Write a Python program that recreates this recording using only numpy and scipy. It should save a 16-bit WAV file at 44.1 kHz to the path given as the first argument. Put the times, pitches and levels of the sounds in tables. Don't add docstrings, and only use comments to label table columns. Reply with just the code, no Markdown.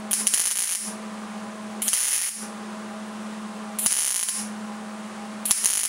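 import sys
import numpy as np
from scipy import signal
from scipy.fft import rfft, irfft
from scipy.io import wavfile
from scipy.ndimage import uniform_filter1d

SR = 44100
rng = np.random.default_rng(int(sys.argv[2]) if len(sys.argv) > 2 else 0)


def waveform_to_disk(signal):
    frames = np.transpose(np.atleast_2d(signal))
    scaled = np.clip(frames, -1, 1) * 32767
    samples = np.round(scaled).astype(np.int16)
    wavfile.write(sys.argv[1], SR, samples)


def gain_from_decibels(decibels):
    exponent = np.asarray(decibels, float) / 20
    return 10 ** exponent


N = 259308
T = np.arange(N) / SR

# f/Hz, width/Hz, level/dB, period/s, on for/s
CHIRPS = [(15640, 250, -74.5, .08405, .058), (12280, 350, -73, .1681, .055)]
# multiple of the blade rate, level/dB
FAN_ORDERS = [(1, -36.5), (2, -58.5), (3, -50.5), (5, -65.5)]
# f/Hz, width/Hz, level/dB
CASE_MODES = [(121, 5.2, -65), (356, 9.1, -57.5), (534, 13, -59), (764, 4.4, -58.5), (813.6, 9.8, -50),
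              (998, 18, -54.5), (1055, 3.3, -53.5), (1110, 23, -77), (1197, 12.5, -54), (2760, 430, -60)]
# f/Hz, density/dB per Hz
AIR_SPECTRUM = [(25, -45.5), (80, -41.5), (120, -40), (157, -30), (200, -16.5), (280, -28.5), (425, -23),
                (800, -25.5), (1180, -22.5), (2460, -33.5), (5000, -39.5), (9600, -40), (11200, -48),
                (15000, -68)]
# f/Hz, t60/s
REVERBERATION = [(500, 0.44), (2000, 0.35), (6000, 0.33), (10000, 0.27), (14000, 0.29)]
# f/Hz, gain/dB
DIFFUSE_COLOUR = [(300, -30), (1000, -19.5), (2200, -12.5), (3700, -16.5), (5500, -7.5), (6900, -7),
                  (7800, -8.5), (10200, 3.5), (11400, -8.5), (12500, -17), (15800, -20.5)]
PATH_DELAYS_MS = (0, .29, .68, .97, 2.3, 4.78, 4.99, 5.09, 5.8, 6.06, 15.4)
PATH_SHARES = (1, .65, .28, .2, .08, .8, .6, .32, -.3, .35, .22)
TRIGGERS_S = [
    .1107,
    1.8196,
    3.7867,
    5.4543,
]
# steady arc from t/s, trigger let go t/s, gas puff level/dB, gas flow level/dB, sizzle level/dB
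WELDS = [
    (0.334, 0.738, -22.5, -48, -32),
    (1.938, 2.268, -27.5, -32, -30),
    (3.908, 4.218, -25, -33, -37),
    (5.631, 5.9, -25.5, -33, -35),
]
# f/Hz, density/dB per Hz
GAS_SPECTRUM = [(880, -40), (1500, -26), (2100, -18), (2900, -17), (4500, -25), (6140, -29), (6770, -21),
                (7700, -16), (9940, -8.5), (11900, -10.5), (14200, -17), (15800, -25.5)]
# f/Hz, density/dB per Hz
SIZZLE_SPECTRUM = [(800, -29.5), (2000, -7.5), (3700, -18), (5500, -9), (6900, -11.5), (7800, -17),
                   (10200, 2.5), (11400, -6.5), (12500, -15), (15800, -20)]
# f/Hz, width/Hz, level/dB
SHEET_MODES = [(1050, 5, -24)]
# from t/s, to t/s
SHEET_FREE_S = (4.1, 4.3)
STRIKES_S = [
    .1318,
    .2698,
    .3384,
    1.8811,
    1.9323,
    3.8616,
    4.2871,
    5.5094,
    5.6575,
]
# spit level/dB, thump level/dB, blow into the shop level/dB
STRIKE_LEVELS = [(-24, -35, -16), (-14.5, -25, -12), (-17, -11.5, -10), (-17.5, -26, -18),
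                 (-20, -12.5, -23), (-14.5, -4, -38), (-28, -22, -15.5), (-9.5, -5.5, -43), (-12, -41, -22)]
STRIKE_CRACKS_DB = (-3, -6, -4, -4.5, -4.5, -1, -8, -2, -3)
# t/s, peak level/dB
LONE_CRACKS = [(.2, -22), (.4209, -17), (.4791, -12), (.5061, -13), (.513, -9), (.5211, -12), (.5561, -12),
               (.7222, -11), (.7323, -13), (.7507, -9), (2.2161, -11), (3.9082, -11), (3.922, -6),
               (3.9894, -6), (5.577, -17), (5.6411, -9)]
# first t/s, last t/s, re-strikes per s, peak level/dB
RUNS = [(.361, .3761, 66, -12), (.3968, .414, 58, -7), (.4395, .4717, 62, -8), (.5713, .6211, 60, -8),
        (.6382, .6739, 56, -14), (.6915, .7098, 55, -11), (1.9431, 2.0548, 125, -13.5),
        (2.0689, 2.1788, 127, -14), (2.1904, 2.2473, 70, -17), (2.2674, 2.2874, 100, -14),
        (3.9387, 3.9813, 70, -11), (4.0063, 4.0457, 76, -11), (4.0605, 4.1216, 65, -11),
        (4.1433, 4.2285, 59, -10.5), (5.6729, 5.7308, 69, -10), (5.7358, 5.8105, 54, -9),
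        (5.8333, 5.8524, 52, -8)]
# f/Hz, gain/dB
CRACK_COLOUR = [(40, -42), (200, -24), (600, -11), (1500, -5), (2800, -6), (4300, -10), (7000, -1),
                (7800, -11), (8800, -3), (10000, 0), (11200, -5), (12700, -11), (15500, -14)]
STRIKE_DIVES_DB = (-12, -17.5, -20, -18.5, -22, -23, -19.5, -27.5, -21)
ARC_DIVES_DB = (-22, -26, -23, -23)
# t/s, level/dB
SPUTTERING = (5.577, -16.5)


def level(x, db):
    return x * gain_from_decibels(db) / np.sqrt(np.mean(x ** 2))


def response(table, size=2048):
    hz, db = np.transpose(table)
    log_hz = np.log(np.fft.rfftfreq(size, 1 / SR) + 1)
    log_gain = np.log(gain_from_decibels(np.interp(log_hz, np.log(hz), db)))
    cepstrum = irfft(log_gain)
    cepstrum[1:size // 2] *= 2
    cepstrum[size // 2 + 1:] = 0
    return irfft(np.exp(rfft(cepstrum)))


def unit(table):
    colour = response(table)
    return colour / np.abs(colour).max()


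def through(x, impulse):
    return signal.fftconvolve(x, impulse)[:len(x)]


def noise(table):
    return level(through(rng.standard_normal(N), response(table)), 0)


def resonate(x, hz, width):
    return signal.lfilter(*signal.iirpeak(hz, hz / width, fs=SR), x)


def walk(rate):
    k = int(SR / rate)
    held = np.repeat(rng.standard_normal(N // k + 1), k)
    return 1.295 * uniform_filter1d(uniform_filter1d(held, k), k)[:N]


def scatter(s, shapes):
    length = shapes.shape[1]
    x = np.zeros(N + length)
    starts = np.round(np.array(s) * SR).astype(int)
    np.add.at(x, starts[:, None] + np.arange(length), shapes)
    return x[:N]


def camera():
    chirps = 0
    for hz, width, db, period, on in CHIRPS:
        gate = 1. * ((T - .012) % period < on)
        hiss = level(resonate(rng.standard_normal(N), hz, width), db)
        chirps = chirps + hiss * uniform_filter1d(gate, size=300)
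    return chirps


def fan():
    blade_hz, motor_hz = 213.9, 197.1
    drift = 1 + .002 * walk(3) + .002 * walk(15)
    phase = 2 * np.pi * np.cumsum(blade_hz * drift) / SR
    tones = gain_from_decibels(-50 + walk(3.4)) * np.sin(phase * motor_hz / blade_hz)
    for order, db in FAN_ORDERS:
        tones = tones + gain_from_decibels(db + 1.07 * order * walk(10)) * np.sin(order * phase)
    hum = 0
    for hz, width, db in CASE_MODES:
        hum = hum + level(resonate(rng.standard_normal(N), hz, width), db)
    air = gain_from_decibels(-40.5 + 0.29 * walk(8)) * noise(AIR_SPECTRUM)
    return 2 ** .5 * tones + hum + air


def room(x):
    onset_s, early_s, early_gain = 0.0046, 0.008, 1.4
    t = np.arange(SR) / SR
    hz, t60 = np.transpose(REVERBERATION)
    tail = 0
    for lo in 125 * 2. ** np.arange(0, 7.5, .5):
        hi = min(lo * 2 ** .5, .49 * SR)
        band = signal.butter(2, [lo, hi], "band", fs=SR, output="sos")
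        fade = gain_from_decibels(-60 * t / np.interp(np.log(lo), np.log(hz), t60))
        tail = tail + signal.sosfilt(band, rng.standard_normal(SR)) * fade
    tail = tail * (t > onset_s) * (1 + early_gain * np.exp(-t / early_s))
    return through(x, tail / np.sqrt(np.sum(tail ** 2)))


def bounces(x):
    hz = np.fft.rfftfreq(N, 1 / SR)
    thin = hz / np.hypot(hz, 3000)
    paths = 0
    for ms, share in zip(PATH_DELAYS_MS, PATH_SHARES):
        delay = np.exp(-2j * np.pi * hz * ms / 1000)
        paths = paths + share * delay * (thin if ms else 1)
    return irfft(rfft(x) * paths, N)


def gas():
    puff_s, valve_s, closing_s = 0.022, 0.0014, 0.04
    flow = 0
    for start, (_, off, puff_db, flow_db, _) in zip(TRIGGERS_S, WELDS):
        since = np.clip(T - start, 0, None)
        puff = np.exp(-since / puff_s) + 0.16 * np.exp(-since / valve_s)
        closing = np.exp(-np.clip(T - off, 0, None) / closing_s)
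        flow = flow + (T >= start) * (gain_from_decibels(puff_db) * puff + gain_from_decibels(flow_db) * closing)
    return noise(GAS_SPECTRUM) * flow * gain_from_decibels(0.29 * walk(500))


def sizzle():
    burn = 0
    for on, off, *_, db in WELDS:
        dying = np.exp(-np.clip(T - off, 0, None) / 0.055)
        burn = burn + gain_from_decibels(db) * (T > on) * dying
    return noise(SIZZLE_SPECTRUM) * burn * gain_from_decibels(2.5 * walk(640) + walk(30))


def sheet(x):
    free_from, free_to = SHEET_FREE_S
    x = x * (T > free_from) * (T < free_to)
    return sum(gain_from_decibels(db) * resonate(x, hz, width) * (SR / width) ** .5 for hz, width, db in SHEET_MODES)


def thumps():
    t = np.arange(2000) / SR
    push = np.exp(-t / 0.00015) + 0.026 * np.exp(-t / 0.00049) * np.cos(2 * np.pi * 60 * t)
    return scatter(STRIKES_S, gain_from_decibels(np.array(STRIKE_LEVELS)[:, 1:2]) * push)


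def steps():
    tick_s, tick_db = .0016, -18
    sputter_s, sputter_db = .0043, -21
    jitter, scatter_db = .045, 2.3
    rows = list(LONE_CRACKS)
    rows += [(s + tick_s, tick_db) for s in TRIGGERS_S]
    rows += list(zip(STRIKES_S, STRIKE_CRACKS_DB))
    rows += [(s - sputter_s, sputter_db) for s in STRIKES_S]
    for first, last, rate, db in RUNS:
        s = np.linspace(first, last, 1 + round((last - first) * rate))
        late, loud = rng.standard_normal((len(s), 2)).T
        rows += list(zip(s + jitter / rate * late, db + scatter_db * loud))
    s, db = np.transpose(rows)
    return scatter(s, gain_from_decibels(db)[:, None])


def cracks(pulses):
    t = np.arange(300) / SR
    burst = np.exp(-(t / 0.0013) ** 4) + 0.15 * np.exp(-t / 0.0026)
    grains = rng.standard_normal((len(STRIKES_S), 300))
    spit = scatter(STRIKES_S, gain_from_decibels(np.array(STRIKE_LEVELS)[:, :1]) * burst * grains)
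    return through(gain_from_decibels(4.8) * pulses + spit, unit(CRACK_COLOUR))


def gain_control():
    puff_dive_db, dive_s, climb_db_per_s = -7.5, 0.012, 190
    arc_lag_s, arc_hold_s = 0.011, 0.013
    loud = [(s, s, puff_dive_db) for s in TRIGGERS_S]
    loud += [(s, s, db) for s, db in zip(STRIKES_S, STRIKE_DIVES_DB)]
    loud += [(on + arc_lag_s, off + arc_hold_s, db) for (on, off, *_), db in zip(WELDS, ARC_DIVES_DB)]
    loud += [(SPUTTERING[0], *SPUTTERING)]
    dives = []
    for on, off, db in loud:
        fall = db * np.clip((T - on) / dive_s, 0, 1)
        climb = climb_db_per_s * np.clip(T - off - dive_s, 0, None)
        dives.append(fall + climb)
    return gain_from_decibels(np.minimum(np.min(dives, axis=0), 0))


def echo_duck():
    return gain_from_decibels(-4.5 * sum((T > s + .003) * (T < s + .009) for s in STRIKES_S))


def scene():
    gain, flow, pulses = gain_control(), gas(), steps()
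    blows = pulses + scatter(STRIKES_S, gain_from_decibels(np.array(STRIKE_LEVELS)[:, 2:]))
    blows = blows / np.interp(T + .012, T, gain)
    tail = room(gain_from_decibels(1.5) * through(blows, unit(DIFFUSE_COLOUR)) + gain_from_decibels(-21) * flow)
    background = gain * (camera() + fan() + sheet(blows))
    echoing = echo_duck() * (bounces(cracks(pulses) + gain * flow) + gain * tail)
    return (background + sizzle() + thumps() + echoing)[None]


def roll_off(x):
    return signal.sosfilt(signal.butter(12, 16970, fs=SR, output="sos"), x)


def record(dry):
    ceiling, notch_hz, notch_width_hz, top_hz = .62, 11760, 600, 15780
    x = ceiling * np.tanh(dry / ceiling)
    x = signal.lfilter(*signal.iirnotch(notch_hz, notch_hz / notch_width_hz, fs=SR), x)
    x = signal.sosfiltfilt(signal.ellip(8, .2, 27, top_hz, fs=SR, output="sos"), x)
    return roll_off(x)


dry = scene()
out = record(dry)
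waveform_to_disk(out)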